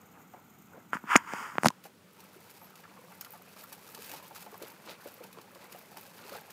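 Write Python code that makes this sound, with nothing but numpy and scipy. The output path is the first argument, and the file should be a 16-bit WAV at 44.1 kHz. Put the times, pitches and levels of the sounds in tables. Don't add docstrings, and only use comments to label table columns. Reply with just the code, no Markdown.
import sys
import numpy as np
from scipy import signal
from scipy.fft import rfft, irfft
from scipy.io import wavfile

SR = 44100
rng = np.random.default_rng(int(sys.argv[2]) if len(sys.argv) > 2 else 0)


def to_wav(sig):
    pcm = np.clip(np.atleast_2d(sig), -1, 1) * 32767
    pcm = np.round(pcm).astype(np.int16)
    wavfile.write(sys.argv[1], SR, pcm.T)


N = 287532
TIME = np.arange(N) / SR
LIFT_S = (1.62, 1.70)

# f/Hz, relative density/dB
COVERED_SPECTRUM = [(40, -30.5), (90, -7.5), (220, -1.5), (400, -11), (560, -18.5), (800, -11),
                    (1050, -17.5), (1320, -9), (1700, -23), (2100, -18.5), (4800, -31), (14000, -34.5)]
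OPEN_SPECTRUM = [(40, -74), (90, 5.5), (220, 0.5), (480, 2.5), (850, -8.5), (1400, -7), (3000, -9.5),
                 (6500, -15), (15500, -17)]
# f/Hz, relative density/dB
SKIN_SPECTRUM = [(3900, -11.5), (4750, 5.5), (5900, -2), (8000, -0.5), (11000, -6.5)]
# f/Hz, width/Hz, gain/dB
CASE_MODES = [(980, 230, 0.5), (1400, 160, 4.5), (1630, 320, -1.5), (2140, 540, -5.5), (2820, 2300, -15)]
GAP_MODES = [(5030, 560, -7.5), (6800, 370, 1), (9100, 1100, -11), (13500, 2500, -24)]
# t/s at full pressure, attack/s, hold/s, release/s, pressing/dB, sliding/dB
FINGER_RUBS = [(0.94, 0.026, 0.0082, 0.062, -34, -49), (1.112, 0.065, 0.044, 0.065, -25.5, -44),
               (1.275, 0.007, .004, 0.037, -48, -71), (1.331, 0.22, 0.092, 0.4, -39, -50.5),
               (1.657, 0.046, 0.0032, 0.039, -44, -35)]
# t/s, knock/dB, f/Hz, t60/s, thump/dB, relative tick level/dB
FINGER_KNOCKS = [(0.9324, -12, 1400, 0.0086, -45, -25), (.953, -25, 1200, 0.0083, -25, -61),
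                 (0.9694, -24.5, 1510, 0.0087, -56, -47), (1.04, -35, 970, 0.0091, -29, -65),
                 (1.155, -4, 1310, 0.0097, -17, -18), (1.1575, 11.5, 1310, 0.001, -8.5, -20),
                 (1.1608, 4, 2190, 0.0037, -11.5, -38), (1.336, -14.5, 860, 0.0032, -33, -21),
                 (1.555, -22.5, 1100, 0.0027, -38, -53), (1.583, -2.5, 1280, 0.0022, -38, -25.5),
                 (1.634, -5, 1340, 0.0016, -33.5, -12), (1.6461, -9.5, 815, 0.0075, -17, -18),
                 (1.6572, -23, 1090, 0.0014, -15.5, 1), (1.659, -2, 975, 0.0087, -4.5, -15),
                 (1.6605, 2.5, 1097, 0.002, -7.5, -5), (1.6685, -8.5, 1090, 0.0034, -13.5, -8),
                 (1.672, -32, 700, 0.0044, -19.5, -11), (1.6844, -11.5, 1660, 0.0043, -20, -1.5),
                 (1.7038, -27.5, 1010, 0.023, -43.5, -20.5)]
# t/s, impulse level/dB
GAP_SQUEAKS = [(1.163, 15.5), (1.1652, 13), (1.174, 1.5)]
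# f/Hz, relative density/dB
WATER_SPECTRUM = [(60, -17), (170, 3.5), (320, -3.5), (500, 2.5), (680, -2), (870, 2.5), (1130, -1.5),
                  (1380, -1.5), (1800, -7.5), (2450, -6), (3400, -18.5), (6000, -15.5), (15000, -22)]
ICE_SPECTRUM = [(500, -1.5), (1200, 6.5), (2500, 6), (3600, 4), (4700, 6.5), (6500, 2), (9500, 3),
                (12000, 3), (14400, 8), (15500, -3)]
# t/s, water/dB, relative ice level/dB
WAKE_LEVELS = [(1.95, -68.5, -86.5), (2.35, -61, -63.5), (3.0, -59.5, -74.5), (3.7, -59, -59),
               (4.8, -57, -66), (5.451, -60, -68.5), (6.5, -56, -63.5)]
# t/s at the crest, length/s, water/dB, relative ice/dB
PADDLE_STROKES = [(1.856, 0.036, -54.5, -55), (2.22, 0.14, -59.5, -62.5), (2.494, 0.25, -63.5, -60),
                  (2.784, 0.06, -61, -59), (2.905, 0.054, -59, -78), (3.14, 0.35, -69, -62),
                  (3.337, 0.058, -61, -58), (3.582, 0.067, -58, -55), (4.02, 0.26, -67, -54.5),
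                  (4.14, 0.15, -52, -54), (4.243, 0.045, -54, -74), (4.378, 0.11, -60, -55.5),
                  (4.645, 0.11, -52.5, -58), (4.897, 0.09, -46.5, -59), (5.067, 0.1, -55, -55.5),
                  (5.243, 0.052, -54.5, -72), (5.384, 0.046, -53.5, -73), (5.622, 0.11, -54, -63.5),
                  (5.746, 0.13, -57, -58), (5.978, 0.44, -68, -59), (6.232, 0.15, -53, -79),
                  (6.344, 0.098, -49, -52)]
# t/s at the crest, length/s, water before muffling/dB
COVERED_STROKES = [(0.027, 0.056, -62.5), (0.165, 0.13, -56.5), (0.37, 0.061, -59), (0.753, 0.091, -54)]
# t/s, relative level/dB, starting bubble f/Hz
WATER_PLOPS = [(.336, -38.5, 720), (.772, -42.5, 613), (1.853, -38.5, 766), (2.357, -45.5, 357),
               (2.615, -43.5, 860), (2.837, -38.5, 1640), (2.966, -42, 924), (3.118, -40.5, 1310),
               (3.637, -40.5, 1290), (3.262, -42.5, 1344), (3.336, -40.5, 850), (3.721, -40.5, 886),
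               (3.979, -41.5, 458), (4.134, -35, 866), (4.308, -39.5, 880), (4.355, -40.5, 1350),
               (4.464, -36.5, 820), (4.527, -40.5, 398), (4.541, -38, 960), (4.616, -33.5, 501),
               (5.056, -35, 540), (5.206, -39.5, 502), (5.373, -43, 444), (5.556, -39.5, 545),
               (5.745, -37.5, 690), (5.966, -37, 894), (6.318, -36.5, 553), (6.348, -37, 680)]
# t/s, relative level/dB, f/Hz
SHARD_CLINKS = [(2.1324, -49, 12300), (2.7018, -47, 14000), (3.21, -29, 13600), (3.3054, -35, 14100),
                (3.32, -41, 14000), (3.3258, -36, 14300), (3.4211, -42, 13100), (3.6386, -35, 13600),
                (4.578, -38, 13500), (4.682, -39.5, 13100), (4.7192, -44, 13700), (5.0474, -46, 13400),
                (5.1193, -43, 13000), (5.1404, -38, 13300), (5.238, -45, 13200), (5.722, -39, 13000),
                (5.7887, -38, 14500), (6.0107, -36, 13300), (6.4098, -43, 12600)]
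# t/s, relative level/dB
ICE_SNAPS = [(1.8393, -40.5), (2.203, -43), (2.7557, -41.5), (3.21, -31), (3.2474, -37), (3.3055, -55),
             (3.635, -45), (3.726, -31), (3.947, -32.5), (4.044, -35), (4.0646, -40), (4.0925, -34.5),
             (4.115, -31.5), (4.424, -37), (4.623, -34.5), (4.701, -39), (4.86, -43.5), (5.238, -39),
             (5.328, -41), (5.413, -41.5), (5.548, -43), (5.723, -37), (5.97, -35.5), (6.294, -36.5),
             (6.503, -36.5)]


def from_db(db):
    return 10 ** (np.asarray(db) / 20)


def unit_rms(x):
    return x / np.sqrt(np.mean(x ** 2) + 1e-20)


def add(out, s, sound):
    start = max(round(s * SR), 0)
    out[start:start + len(sound)] += sound[:max(N - start, 0)]


def colour(x, spectrum):
    hz, db = np.transpose(spectrum)
    bins = np.maximum(np.fft.rfftfreq(2 * N, 1 / SR), 1)
    gain = unit_rms(from_db(np.interp(np.log(bins), np.log(hz), db)))
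    return irfft(rfft(x, 2 * N) * gain)[:N]


def cut(x, hz, kind, order=2):
    return signal.sosfilt(signal.butter(order, hz, kind, fs=SR, output="sos"), x + 1e-18)


def resonate(x, modes):
    out = 0
    for k, (hz, width, db) in enumerate(modes):
        r = np.exp(-np.pi * width / SR)
        ring = signal.lfilter([1, 0, -1], [1, -2 * r * np.cos(2 * np.pi * hz / SR), r * r], x + 1e-18)
        out = out + (-1) ** k * from_db(db) * (1 - r * r) / 2 * ring
    return out


def drift(per_s):
    knots = rng.standard_normal(4096)
    return unit_rms(np.interp(TIME * per_s, np.arange(len(knots)), knots))


def grains(per_s, spread_db):
    sizes = from_db(spread_db * np.minimum(rng.exponential(1, N), 4)) * rng.choice([-1, 1], N)
    return unit_rms(sizes * (rng.random(N) < per_s / SR))


def decay(t60):
    return np.exp(-np.log(1000) * TIME[:SR // 5] / t60)


def ping(hz, t60, rise=0):
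    glide = 1 + rise * np.minimum(TIME[:SR // 5] / t60, 2)
    return decay(t60) * np.sin(2 * np.pi * np.cumsum(hz * glide) / SR)


def burst(t60):
    return decay(t60) * rng.standard_normal(SR // 5)


def scatter(x, t60, wet_db):
    tail = burst(t60)
    wet = from_db(wet_db) * signal.fftconvolve(x, tail / np.linalg.norm(tail))[:N]
    return (x + wet) / np.sqrt(1 + from_db(wet_db) ** 2)


def outdoor_air():
    lifted = np.interp(TIME, LIFT_S, [0, 1])
    covered = from_db(-59) * colour(rng.standard_normal(N), COVERED_SPECTRUM)
    uneven_hiss = rng.standard_normal(N) * from_db(3.2 * drift(per_s=180))
    flutter = from_db(-68) * unit_rms(resonate(uneven_hiss, [(6800, 990, -6.5), (14000, 450, 0)]))
    open_air = from_db(-62.5) * colour(rng.standard_normal(N), OPEN_SPECTRUM)
    low_band = resonate(rng.standard_normal(N), [(184.2, 31, 0)])
    rumble = from_db(-64.5) * unit_rms(cut(low_band, 83, "high", order=3))
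    return (1 - lifted) * (covered + flutter) + lifted * open_air + rumble


def faint_whistle(start_s=2.6, length_s=0.078):
    along = np.clip((TIME - start_s) / length_s, 0, 1)
    hz = np.interp(along, [0, 1], [13400, 11300])
    return from_db(-55) * np.sin(np.pi * along) * np.sin(2 * np.pi * np.cumsum(hz) / SR)


def rub_envelopes(range_db=32):
    out = 0
    for s, attack, hold, release, pressing_db, sliding_db in FINGER_RUBS:
        outside = np.maximum((s - TIME) / attack, (TIME - s - hold) / release).clip(min=0)
        out = out + np.outer(from_db([pressing_db, sliding_db]), from_db(-range_db * outside))
    return out


def finger_rub():
    pressing, sliding = rub_envelopes()
    slips = grains(per_s=4600, spread_db=3)
    case = cut(resonate(slips, CASE_MODES), 830, "high", order=8)
    case = unit_rms(cut(case, 3200, "low", order=12))
    gap = from_db(-8) * unit_rms(resonate(slips, GAP_MODES))
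    skin = from_db(-4) * colour(rng.standard_normal(N), SKIN_SPECTRUM)
    hiss = cut(gap + skin, 4450, "high", order=8)
    drag = unit_rms(resonate(grains(per_s=1100, spread_db=4), [(210, 110, -5), (617, 990, -7)]))
    drag = cut(cut(drag, 130, "high"), 2600, "low")
    return pressing * case + sliding * (hiss + drag)


def finger_knocks():
    knocks, thumps, ticks, pops = np.zeros((4, N))
    for s, db, hz, t60, thump_db, tick_db in FINGER_KNOCKS:
        add(knocks, s, from_db(db) * ping(hz, t60))
        add(thumps, s, from_db(thump_db) * ping(hz=259, t60=0.016, rise=-0.49))
        add(ticks, s, from_db(tick_db - 7) * burst(t60=0.0037))
    for s, db in GAP_SQUEAKS:
        add(pops, s, from_db([db]))
    body = cut(cut(knocks, 3300, "low", order=4) + thumps, 154, "high", order=4)
    ticks = cut(cut(ticks, 1303, "high", order=1), 10000, "low", order=3)
    squeaks = cut(resonate(pops, GAP_MODES), 4900, "high", order=4)
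    return body + ticks + squeaks


def stroke(crest_s, length_s, swell_share=0.42):
    away = np.maximum((crest_s - TIME) / swell_share, (TIME - crest_s) / (1 - swell_share)) / length_s
    return 1 / np.cosh(np.minimum(np.pi / 2 * away, 20))


def swimming_envelopes():
    times, *levels = np.transpose(WAKE_LEVELS)
    power = np.array([from_db(np.interp(TIME, times, db)) ** 2 for db in levels])
    for s, length, water_db, ice_db in PADDLE_STROKES:
        power += np.outer(from_db([water_db, ice_db]), stroke(s, length)) ** 2
    return np.sqrt(power) * np.interp(TIME, LIFT_S, [0, 1])


def slosh(water, ring_cycles=32):
    bubbles = np.zeros(N)
    for hz in np.geomspace(250, 3600, 24):
        swarm = grains(per_s=0.18 * hz, spread_db=6.5)
        swarm *= from_db(3 * drift(per_s=32))
        ringing = signal.fftconvolve(swarm, ping(hz, ring_cycles / hz, rise=0.083))[:N]
        bubbles += unit_rms(ringing) * np.sqrt(hz)
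    spray = from_db(-3) * unit_rms(colour(rng.standard_normal(N), WATER_SPECTRUM))
    wash = unit_rms(unit_rms(colour(bubbles, WATER_SPECTRUM)) + spray)
    early_strokes = sum(from_db(db) * stroke(s, length) for s, length, db in COVERED_STROKES)
    return water * wash + early_strokes * cut(wash, 2100, "low", order=4)


def plops(ring_cycles=15.8, attack_s=0.005, spread_s=0.019):
    out = np.zeros(N)
    onset = np.minimum(TIME[:SR // 5] / attack_s, 1)
    for s, db, hz in WATER_PLOPS:
        add(out, s, from_db(db + 1.5) * onset * ping(hz, ring_cycles / hz + 0.017, rise=0.14))
        slap = cut(cut(burst(t60=0.055), 0.72 * hz, "low"), 0.8 * hz, "high", order=3)
        add(out, s, from_db(db - 27) * unit_rms(slap))
        for delay, octaves in zip(spread_s * rng.random(4), rng.normal(0, 0.25, 4)):
            bubble_hz = hz * 2 ** octaves
            add(out, s + delay, from_db(db - 6.5) * ping(bubble_hz, ring_cycles / bubble_hz, rise=0.088))
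    return cut(scatter(out, t60=0.08, wet_db=-6), 170, "high")


def floe_crunch(water):
    floe_modes = [(1470, 800, -6), (2410, 930, 3), (4270, 1240, 3)]
    grinding = unit_rms(resonate(grains(per_s=3000, spread_db=7), floe_modes))
    return from_db(-50.5) * (water / water.max()) ** 2 * grinding


def shard_clinks(width_hz=1400):
    out = np.zeros(N)
    for s, db, hz in SHARD_CLINKS:
        glassy = unit_rms(resonate(rng.standard_normal(SR // 5), [(hz, width_hz, 0)]))
        add(out, s, from_db(db - 6.5) * glassy * decay(t60=0.021))
    return out


def shard_ticks(crumbling):
    touches = crumbling * grains(per_s=24, spread_db=2.5)
    ticks = signal.fftconvolve(touches, burst(t60=0.037))[:N] / np.linalg.norm(decay(t60=0.013))
    return from_db(-3.5) * resonate(ticks, [(8140, 3300, -6), (14600, 2100, 0)])


def breaking_ice(crumbling):
    crumbs = unit_rms(grains(per_s=830, spread_db=2.5) * from_db(2.9 * drift(per_s=82)))
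    crackle = from_db(0.5) * crumbling * crumbs
    runs = np.zeros(N)
    for s, db in ICE_SNAPS:
        add(runs, s, from_db(db - 9) * np.minimum(2 * decay(t60=0.029), 1))
    snaps = runs * grains(per_s=9000, spread_db=3.5)
    return colour(scatter(crackle + snaps, t60=0.1, wet_db=-5.5), ICE_SPECTRUM)


def scene():
    water, crumbling = swimming_envelopes()
    splashes = slosh(water) + plops()
    ice = floe_crunch(water) + breaking_ice(crumbling) + shard_ticks(crumbling) + shard_clinks()
    handling = finger_rub() + finger_knocks()
    return (outdoor_air() + faint_whistle() + handling + splashes + ice)[None]


def record(dry):
    clipped = np.clip(cut(dry, 65, "high"), -0.88, 0.88)
    return signal.sosfilt(signal.ellip(10, 0.2, 75, 15600, fs=SR, output="sos"), clipped)


dry = scene()
out = record(dry)
to_wav(out)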